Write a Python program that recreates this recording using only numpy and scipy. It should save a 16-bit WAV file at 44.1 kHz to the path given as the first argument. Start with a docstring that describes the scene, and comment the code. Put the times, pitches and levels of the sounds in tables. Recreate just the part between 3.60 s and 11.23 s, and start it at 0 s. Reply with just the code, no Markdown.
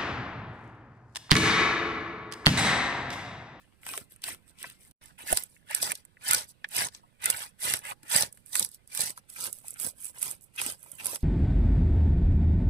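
"""A yard: a serrated knife scrapes the scales off a raw fish on big leaves, first a few steps away, then,
after a cut with a short silence, close by. Strokes drive five bands of noise under many small catches of the teeth;
scales snap loose as sharp bursts, and dull taps are clusters of damped rings. A far hen calls faintly as a wavering
tone over steady coloured yard noise. Two microphone ports colour the scraping differently; the left hears it later.
"""
import sys
import numpy as np
from scipy import signal
from scipy.fft import rfft, irfft, next_fast_len
from scipy.io import wavfile
from scipy.ndimage import uniform_filter1d, map_coordinates

SR = 44100
rng = np.random.default_rng(int(sys.argv[2]) if len(sys.argv) > 2 else 0)


def digitize_waveform(pressure):
    """Quantize a signal to 16-bit integers and store it at the path in sys.argv[1].

    Rows of a 2-D input are taken as channels; values are limited to [-1, 1].
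    """
    field = np.atleast_2d(pressure).T
    bounded = np.clip(field, -1, 1)
    quanta = np.round(bounded * 32767).astype(np.int16)
    wavfile.write(sys.argv[1], SR, quanta)


N = 336483

# the sound drops out briefly at the cut from the distant scraping to the close one
SILENCE_START_S, SILENCE_END_S = 1.322, 1.411


def amp(db):
    """dB to gain."""
    return 10 ** (np.asarray(db) / 20)


def along(points, hz):
    """Reads the columns of (Hz, value, ..) rows along a log frequency axis."""
    f, *cols = np.transpose(points)
    return np.array([np.interp(np.log(hz + 1), np.log(f + 1), c) for c in cols])


def curves(rows):
    """One value per sample for each column after the time."""
    s, *cols = np.transpose(rows)
    return [np.interp(np.arange(N) / SR, s, c) for c in cols]


def wobble(rate):
    """A smooth random curve, rate knots a second."""
    knots = rng.standard_normal(int(N * rate / SR) + 4)
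    return map_coordinates(knots, [np.arange(N) * rate / SR])


def filtered(x, response):
    """Filters x by a response given as a function of frequency."""
    m = next_fast_len(N + 8192)
    hz = np.fft.rfftfreq(m, 1 / SR)
    return irfft(rfft(x, m) * response(hz), m)[..., :N]


def causal(gain):
    """Minimum-phase response with the given gains, made by folding the cepstrum."""
    cepstrum = irfft(np.log(gain + 1e-6))
    half = cepstrum.shape[-1] // 2
    cepstrum[..., 1:half] *= 2
    cepstrum[..., half + 1:] = 0
    return np.exp(rfft(cepstrum))


def band(hz, low, high):
    """Gain of a steep band-pass."""
    return 1 / np.sqrt((1 + (low / (hz + 1)) ** 12) * (1 + (hz / high) ** 12))


def add(track, s, sound):
    """Mixes a short sound into the track at time s."""
    start = round(s * SR)
    part = track[..., start:start + sound.shape[-1]]
    part += sound[..., :part.shape[-1]]


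def strokes():
    """Band gains and blade side: a stroke is 20 dB down one rise before and one fall after its top."""
    # strokes, bites and brushes of the blade: top_s (most pressure), rise_s, fall_s, crackle_db,
    # hiss, rasp, grind and thud re crackle (dB), pan_db (crackle left-right, before knife() scales it)
    stroke_rows = [(-0.005, 0.07, 0.068, -71, 1, 1, -24, -9, 1),
                   (0.323, 0.097, 0.11, -40.5, -9.5, -9.5, -16.5, -11, -2.5),
                   (0.517, 0.023, 0.041, -56, -9, -22, -35, -19, -2.0),
                   (0.67, 0.043, 0.088, -36.5, -8.0, -9, -19, -15, -4),
                   (0.907, 0.053, 0.0097, -61.5, -5, -19.0, -29.0, -13, -14),
                   (1.025, 0.06, 0.14, -51, -1.5, -1.5, -13.5, -12.5, -4.5),
                   (1.225, 0.041, 0.096, -57.5, -12.5, -15.5, -32, -18, -1.5),
                   (1.458, 0.065, 0.081, -60.5, -1, 1, -2, -32.0, -11),
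                   (1.591, 0.011, 0.085, -47, -16, -1, -5.5, -16.5, -4),
                   (1.718, 0.066, 0.13, -32.5, -7.5, -12, -18, -22, -9),
                   (1.724, 0.044, 0.013, -29.5, -17, -3.5, -9, -7.5, -8.5),
                   (1.903, 0.032, 0.13, -63, -10.5, -31.0, -31.0, -38.5, -5.5),
                   (2.102, 0.0069, 0.019, -47.0, -19, 3.5, 2.5, -30.0, -8),
                   (2.158, 0.078, 0.078, -40.5, -5, 1, -13, -15.5, -8),
                   (2.228, 0.017, 0.049, -25.5, -7.0, -27, -28, -23, -4),
                   (2.319, 0.16, 0.011, -37, -2.5, -8.5, -8, -12, -11.5),
                   (2.357, 0.049, 0.068, -54.5, -3.5, -6.5, -12, -13, -4),
                   (2.73, 0.1, 0.11, -30.5, -2.5, -3.5, -11.5, -17.5, -7.5),
                   (2.901, 0.035, 0.0245, -50.5, -6, -30.5, -31, -30, -10.0),
                   (3.213, 0.097, 0.065, -28, -4.5, -7, -11.5, -18.5, -8.5),
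                   (3.359, 0.065, 0.055, -60, 1, -6, -11, -14.0, -5),
                   (3.672, 0.06, 0.091, -35.5, -7, -0.5, -8.5, -12, -5),
                   (3.799, 0.14, 0.092, -38.5, -7, -5.5, -9.5, -25, -6.5),
                   (4.071, 0.069, 0.12, -27.5, -5, -7.5, -14, -17.5, -5.5),
                   (4.306, 0.081, 0.031, -41.5, -6, 2, -1, -17, -17.5),
                   (4.444, 0.025, 0.15, -58, -12, -6, -7.5, -6.5, -3),
                   (4.565, 0.076, 0.1, -25.0, -4, -6.0, -12.0, -17, -9),
                   (4.719, 0.0078, 0.15, -63, -20, -32.0, -35, -15, -5),
                   (4.872, 0.018, 0.14, -52, -12.0, -13.5, -25.0, -32.0, -10),
                   (4.97, 0.054, 0.099, -29, -6, -18.5, -15.5, -19.5, -8.5),
                   (5.142, 0.055, 0.035, -52.5, -7, -21, -27, -23, -8),
                   (5.421, 0.11, 0.1, -30.5, -5.5, -12, -17.0, -19.5, -9.5),
                   (5.578, 0.022, 0.025, -51.0, -7, -16, -19, -15, -11),
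                   (5.701, 0.02, 0.097, -47.5, -19, -15, -24, -38, -7),
                   (5.849, 0.11, 0.056, -35, -6.5, -13.5, -18, -17, -8.5),
                   (5.905, 0.033, 0.136, -49, -14, -18, -33, -16, -10),
                   (6.065, 0.035, 0.1, -43, -17.5, -13.5, -32, -22.0, -7.0),
                   (6.168, 0.021, 0.019, -70, -5, 16, -2, -5, -8.0),
                   (6.242, 0.065, 0.075, -32.5, -12.0, -17.5, -22.5, -16, -13.5),
                   (6.469, 0.1, 0.048, -40, -19, -15.5, -29, -29, -9),
                   (6.59, 0.055, 0.082, -44.5, -18, -11, -19, -16, -7),
                   (6.632, 0.027, 0.12, -32, -12, -15.5, -23, -22.0, -9.5),
                   (6.825, 0.01, 0.054, -52.5, -30, -26, -29, -22, -11),
                   (6.992, 0.015, 0.018, -40, -5, 9, -21, -21.0, -8.0),
                   (7.058, 0.1, 0.094, -34.5, -7.5, -10.0, -17, -13.5, -7.5),
                   (7.278, 0.12, 0.24, -52.5, -18.5, -14.5, -22, -16, -12),
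                   (7.4, 0.015, 0.026, -45.5, -8, 3.5, -9, -10, -8),
                   (7.532, 0.153, 0.052, -35, -9.0, -13, -15, -16.5, -9.5),
                   (7.641, 0.077, 0.05, -56.5, -4.0, -13.0, -22, -9, -12)]
    # hand and leaves stirring between strokes: crackle_db, hiss_db, rasp_db, grind_db, thud_db
    rest_db = (-80.5, -88.5, -75, -80, -75)
    # delay after the top: crackle_s, hiss_s, rasp_s (early), grind_s and thud_s (late, as the flesh gives way)
    lag_s = (0, 0.00075, -0.0035, 0.0026, 0.013)
    roundness = 2.51  # power of the fall-off to either side of a top: 1 pointed, 4 flat-topped
    s, rise, fall, crackle_db, *re_db, pan_db = np.transpose(stroke_rows)[..., None]
    t = np.arange(0, N, 64) / SR

    def swell(u):
        return amp(-20 * np.where(u < 0, -u / rise, u / fall) ** roundness)

    tops = amp(crackle_db + np.array([0 * s, *re_db]))
    power = (tops * [swell(t - s - lag) for lag in lag_s]) ** 2
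    power = power + amp(rest_db)[:, None, None] ** 2 / len(s)  # the stir is shared out among the strokes
    # the strongest crackle of the moment weighs most on the side
    pan_db = np.sum(power[0] * pan_db, axis=0) / np.sum(power[0], axis=0)
    gains = np.sqrt(np.sum(power, axis=1))
    return [np.interp(np.arange(N) / SR, t, c) for c in (*gains, pan_db)]


def grit(rate, spread_db, life, smooth, flutter_db):
    """Pressure of the teeth, rms 1: a fluttering slide under many short catches of uneven size."""
    size_db = spread_db * np.minimum(rng.exponential(size=N), 2.5)  # capped: the big ones are the snaps
    catches = (rng.random(N) < rate / SR) * amp(size_db)
    catches = signal.lfilter([1], [1, -np.exp(-1 / (life * SR))], catches)
    catches = uniform_filter1d(catches, size=24)  # a catch builds up before it slips
    pressure = (smooth + catches) * amp(flutter_db * wobble(45))
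    return pressure / np.sqrt(np.mean(pressure ** 2))


def patchy(depth_db, size):
    """Three noises, rms 1, whose colour shifts together; larger size: narrower, longer-lived patches."""
    z = signal.stft(rng.standard_normal((3, N)), nperseg=size)[2]
    field = rng.standard_normal(z.shape[1:])
    field = uniform_filter1d(field, size=3, axis=0)  # along frequency
    field = uniform_filter1d(field, size=4, axis=1)  # along time
    noise = signal.istft(z * amp(depth_db * field / field.std()), nperseg=size)[1][:, :N]
    return noise / noise.std()


def ports(force, colour, low, high):
    """One band of the force at both ports; rows of force: common part, left's own, right's own."""
    # likeness of the scraping at both ports: pitch_hz, common_share (0-1, of power)
    alike = [(100, 0.83), (400, .4), (700, 0.52), (1150, 0.8), (1700, 0.81), (2600, 0.38), (6000, 0.13),
             (12000, 0.17)]
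    m = next_fast_len(force.shape[1] + 8192)
    hz = np.fft.rfftfreq(m, 1 / SR)
    response = causal(amp(along(colour, hz)) * band(hz, low, high))
    share = np.clip(along(alike, hz)[0], 0, 1)
    parts = rfft(force, m)
    heard = (np.sqrt(share) * parts[0] + np.sqrt(1 - share) * parts[1:]) * response
    # the colour tilts the band and the left-right balance, not its overall level
    return irfft(heard, m)[:, :force.shape[1]] / np.sqrt(np.mean(np.abs(response) ** 2))


def snaps(force):
    """Adds to force the scales that bend, crack loose or land: noise with a sharp core and a skirt."""
    # scales snapping loose or landing: crack_s, crackle_db, hiss re crackle (dB), rasp re crackle (dB)
    snap_rows = [(0.233, -49, -30, 3.5), (0.266, -31.5, -10, -7), (0.29, -30, -8.5, -5),
                 (0.337, -41, 4, -2), (0.377, -25.5, -13, -8.5), (0.562, -47, -23, -15),
                 (0.62, -43.5, -9, -25), (0.64, -26, -1.5, -14), (0.747, -40.5, -17, -5),
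                 (0.988, -52, 5, -21), (1.029, -32.5, -6, -28), (1.1, -37, -10, -16),
                 (1.276, -51.5, -18, -22), (1.312, -49, -10.5, -16), (1.439, -48, -25, -21),
                 (1.459, -44.5, -20, -15), (1.728, -14, -33, -10), (1.773, -13, -9.5, -12),
                 (1.825, -36, -4, -19), (1.837, -26, -37, -27), (2.111, -30, -27, -23),
                 (2.149, -11.5, -14, -34), (2.228, -16, -7.5, -40), (2.319, -18.5, -36, -6.5),
                 (2.354, -34.5, 1, -31), (2.452, -41.5, -29, -14.5), (2.682, -21, -23, -38),
                 (2.687, -18, -30, -33), (2.711, -7, -12, -42), (2.734, -9.5, -20, -29),
                 (2.747, -12.5, -6, -23), (3.045, -52, 8.5, 23.5), (3.089, -39, -34, -36),
                 (3.114, -38, -16, -23), (3.166, -16.5, -11, -28), (3.286, -49.5, 12.5, 5),
                 (3.349, -52.5, 16, 2), (3.642, -20, -12, -26), (3.658, -9, -19.5, -34),
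                 (3.702, -8.5, -13.5, -20.5), (3.709, -19, -19, -24), (4.138, -13.5, -11, -5.5),
                 (4.168, -27.5, -30, -30), (4.191, -31, -31, -32), (4.252, -37, -21.5, -15),
                 (4.432, -41.5, -13, -10.5), (4.515, -35, 8, -17), (4.578, -21, -5, -13),
                 (4.609, -17.5, -11, -19), (4.624, -16, -2.5, -33), (4.727, -34, -32, -29),
                 (4.774, -48, -12, -4), (4.862, -39.5, -35, -29), (4.928, -42, -22, -33),
                 (4.955, -14.5, -13, -10), (4.996, -10.5, -18, -46), (5.027, -21.5, 0, -37),
                 (5.048, -21.5, -11, -20.5), (5.09, -37, -23, -26), (5.146, -39.5, -13, -31),
                 (5.276, -43, -18, -28), (5.35, -23.5, -15, -19), (5.375, -22.5, -6, -18.5),
                 (5.407, -17.5, -6, -24), (5.417, -20.5, -11, -28), (5.505, -28, -18, -17),
                 (5.576, -40.5, -5, -14), (5.701, -36.5, -10, -31), (5.841, -24.5, -8.5, -32),
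                 (5.856, -26.5, -21, -10), (5.868, -27, -21, -28), (5.929, -23, -23, -45),
                 (5.969, -42, -25, -35), (5.987, -38.5, -31, -25), (6.083, -26.5, -20, -44),
                 (6.107, -28, -30, -36), (6.141, -35, -36, -34), (6.2, -24.5, -15, -18),
                 (6.246, -24, -32, -38), (6.446, -28, -30, -36), (6.455, -27, -36, -40),
                 (6.467, -39, -26.5, -15), (6.548, -47, -29, -21), (6.585, -32.5, -22, -29),
                 (6.617, -29, -30, -24), (6.629, -17, -29, -18), (6.713, -24, -30, -28),
                 (6.811, -48, -18, -26), (6.962, -38, -23, -12), (7.016, -20.5, -11.5, -13),
                 (7.064, -19.5, -21, -16), (7.123, -29, -24, -28), (7.23, -39.5, -30, -29),
                 (7.318, -30.5, -43, -36), (7.408, -45, -4, 5), (7.447, -30, -7, -26.5),
                 (7.458, -20, -19, -18), (7.468, -19, -21, -26), (7.559, -28.5, -6, -6)]
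    # decay of a snap's skirt by 60 dB: crackle_s, hiss_s, rasp_s, grind_s
    skirt_t60 = (0.011, 0.022, 0.0084, 0.015)
    level_s = 0.0015  # a snap's level is its rms as if all its energy fell in this time
    grind_re_rasp_db = -7.5
    core_db, core_t60_s = 5.5, 0.0011  # the sharp core, over its skirt
    t = np.arange(-SR // 100, SR // 50) / SR
    t60 = np.reshape(skirt_t60, (-1, 1, 1))
    shape = amp(-60 * np.where(t > 0, t, -1.3 * t) / t60)  # the scale creaks as it bends, then lets go
    shape = shape + amp(core_db - 60 * np.abs(t) / core_t60_s)
    for s, db, hiss_re_db, rasp_re_db in snap_rows:
        burst = rng.standard_normal((3, len(t))) * shape
        burst *= np.sqrt(level_s * SR) / np.linalg.norm(burst, axis=2, keepdims=True)
        band_db = db + np.array([0, hiss_re_db, rasp_re_db, rasp_re_db + grind_re_rasp_db])
        add(force[:-1], s + t[0], burst * amp(band_db)[:, None, None])  # all bands but the thud


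def knife():
    """Slide, catches and snaps shake skin and scales; each band of that force has its own strength."""
    # bands of the scraping, in order crackle, hiss, rasp, grind, thud: low_hz, high_hz
    bands = [(6500, 20000), (3000, 6500), (1400, 3000), (600, 1400), (70, 600)]
    # colour of the scraping at each port, a few steps away: pitch_hz, left_db, right_db
    far_colour = [(60.9, -33, -10), (150, -11, -5), (352, -17, -9), (815, -7, -18.5), (1597, -11.5, -7.5),
                  (2320, -3.5, -7.5), (3930, -9.5, -5), (5120, -5.5, -20.5), (6200, -8.5, -13),
                  (7060, -38, -9.5), (8130, -2.5, 4), (11900, -1.5, -7.5), (12950, -10, -9),
                  (15450, -8.5, -10.5)]
    # the same, close by: pitch_hz, left_db, right_db
    near_colour = [(60, -26.5, -20), (145, -16, -10.5), (324, -24.5, -19.5), (820, -16, -10),
                   (1730, -13.5, -17), (2960, -17, -12.5), (3900, -11, -8.5), (4750, -4, -17),
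                   (6550, -9.5, -9.5), (7130, -20.5, -9), (7950, -4, 2.5), (11600, -7, 0.5),
                   (13200, -25, -11.5), (15200, -20, -5)]
    *gains, pan_db = strokes()
    teeth = grit(rate=290, spread_db=4.0, life=0.0006, smooth=0.82, flutter_db=1.5)
    drag = grit(rate=180, spread_db=6.5, life=0.0018, smooth=3.6, flutter_db=1.0)
    pressure = np.array([teeth, np.sqrt(teeth * drag), drag, drag, drag ** 1.5])
    pressure *= gains
    # each scale, each fold of skin rings in its own range
    scales = patchy(depth_db=4.0, size=192)
    skin = patchy(depth_db=5.0, size=768)
    force = pressure[:, None] * [scales, scales, skin, skin, scales]
    snaps(force)
    cut = round((SILENCE_START_S + SILENCE_END_S) / 2 * SR)
    heard = []
    for f, (low, high) in zip(force, bands):
        far = ports(f[:, :cut], far_colour, low, high)
        near = ports(f[:, cut:], near_colour, low, high)
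        heard.append(np.hstack([far, near]))
    # the hand shades one port as the blade travels; only the crackle is turned
    close = np.arange(N) >= cut
    turn_db = pan_db - np.where(close, -7, -2.5)
    return heard[0] * amp([turn_db * 0.51, -turn_db * 0.39]) + sum(heard[1:])


def ground(x):
    """Nearby echoes as decaying noise: each frequency dies at its own speed."""
    # answer from ground and fence: pitch_hz, t60_s
    decay = [(300, 0.019), (3000, 0.046), (12000, 0.014)]
    hz, t, z = signal.stft(rng.standard_normal((2, SR // 5)), SR, nperseg=128)
    fade = amp(-60 * t / along(decay, hz)[0][:, None])
    tail = signal.istft(z * fade, SR, nperseg=128)[1]
    late = np.pad(x, ((0, 0), (90, 0)))  # the echo sets in after 2 ms
    return signal.fftconvolve(late, tail / np.linalg.norm(tail[0]), axes=1)[:, :N]


def yard():
    """Steady outdoor noise, unrelated at the two ports, swelling a little."""
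    # air, rustle and insects, before the swelling: pitch_hz, left_db and right_db (per Hz)
    spectrum = [(29.8, -117.5, -86.5), (100, -114.5, -83.5), (200, -113.5, -86.5), (370, -113.5, -98.5),
                (900, -112.5, -110.5), (2500, -119.5, -116.5), (4500, -111.5, -120.5),
                (5800, -119.5, -120.5), (7200, -125.5, -119.5), (8400, -114.5, -108.5),
                (9200, -115.5, -112.5), (12000, -119.5, -117.5), (15200, -131.5, -120.5)]
    noise = filtered(rng.standard_normal((2, N)), lambda hz: amp(along(spectrum, hz)) * np.sqrt(SR / 2))
    return noise * amp(1.4 * np.array([wobble(6.1), wobble(5.6)]))


def taps():
    """Each tap is a cluster of damped rings around its centre, with a soft start."""
    # dull taps of blade or scale on flesh and leaf: start_s, peak_db (without echo), centre_hz, t60_s
    tap_rows = [(0.264, -43, 970, 0.037), (0.337, -34.5, 984, 0.051), (0.372, -40, 505, 0.091),
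                (0.681, -30, 2220, 0.023), (0.683, -35.5, 900, 0.04), (1.042, -36.5, 806, 0.027),
                (1.041, -31, 1930, 0.029), (1.638, -46, 200, 0.024), (1.726, -12.5, 817, 0.015),
                (1.963, -46.5, 2160, 0.02), (2.227, -25, 840, 0.02), (2.303, -27.5, 1893, 0.034),
                (2.569, -44.5, 1880, 0.014), (3.043, -25, 2230, 0.017), (3.432, -47.5, 914, 0.086),
                (3.743, -25, 1734, 0.034), (4.318, -27, 1170, 0.025), (4.431, -50.5, 257, 0.063),
                (5.576, -32.5, 1346, 0.014), (5.761, -34, 1940, .03), (6.044, -44, 780, 0.021),
                (6.144, -48, 2000, .02), (7.06, -38.5, 253, 0.051), (7.236, -48, 1400, 0.011),
                (7.26, -47.5, 970, 0.03), (7.529, -34, 572, 0.058)]
    out = np.zeros(N)
    t = np.arange(SR // 8) / SR
    for s, db, hz, t60 in tap_rows:
        # nine rings spread in log pitch, weaker away from the centre
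        detune = 0.303 * np.linspace(-1, 1, num=9)[:, None] + rng.normal(0, 0.06, (9, 1))
        phase = rng.random((9, 1))
        rings = np.sin(2 * np.pi * (hz * np.exp(detune) * t + phase))
        ring = np.sum(amp(-25 * detune ** 2) * rings, axis=0)
        ring *= amp(-60 * t / t60) * (1 - np.exp(-t / 0.002))
        add(out, s, ring / np.max(np.abs(ring)) * amp(db))
    return out


def shove():
    """The fish jolts: a low push and rebound through the ground moves the ports in opposite senses."""
    start_s, drive_db, length_s = 1.727, -19, 0.004
    u = np.maximum(np.arange(N) / SR - start_s, 0) / length_s
    push = u * (1 - u / 3) * np.exp(1 - u)
    return amp(drive_db) * push * [[-0.2], [1]]  # left, right


def hen():
    """A thin drawn-out note with a weak overtone, wavering in pitch and level."""
    # the note before it wavers: time_s, pitch_hz, level_db (of the fundamental)
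    note = [(4.3, 797, -99), (4.34, 810, -82), (4.4, 860, -73), (4.46, 850, -69), (4.5, 796, -97)]
    hz, db = curves(note)
    phase = 2 * np.pi * np.cumsum(hz * (1 + 0.01 * wobble(32))) / SR
    tone = np.sin(phase) + 0.3 * np.sin(2 * phase)
    return amp(db + 2.8 * wobble(30)) * tone


def scene():
    """Knife and taps with their echoes, in the yard; the left port is farther from the fish."""
    # how much later the left port hears the knife: time_s, lag_s
    left_lag = [(0, 0.000059), (1.36, 0.00012), (1.37, .0005), (5.3, 0.000507), (5.6, .00027),
                (7.63, 0.00029)]
    left, right = knife() + taps()
    left = map_coordinates(left, [np.arange(N) - curves(left_lag)[0] * SR], order=5)
    work = np.array([left, right])
    echo = amp(-12) * ground(work)
    return work + echo + shove() + hen() + yard()


def record(dry):
    """The highest peaks are rounded, the sound drops out once, and the top treble is cut off steeply."""
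    fall_hz, top_hz = 15400, 16800  # treble falls steeply at fall_hz and ends at top_hz
    gate_s = [SILENCE_START_S - 0.002, SILENCE_START_S, SILENCE_START_S + 0.014,
              SILENCE_END_S - 0.017, SILENCE_END_S, SILENCE_END_S + 0.0017]
    gate_db = np.interp(np.arange(N) / SR, gate_s, [0.0, -26, -47, -39, -20, -1])  # stays at -1 dB after
    rounded = dry / (1 + np.abs(dry / 0.86) ** 6) ** (1 / 6)
    kept = rounded * amp(gate_db) * (gate_db > -44.9)  # fully mute at the deepest part

    def treble(hz):
        return (hz < top_hz) * np.maximum(1 / (1 + (hz / fall_hz) ** 160), amp(-44))

    return filtered(kept, treble)


dry = scene()
out = record(dry)
digitize_waveform(out)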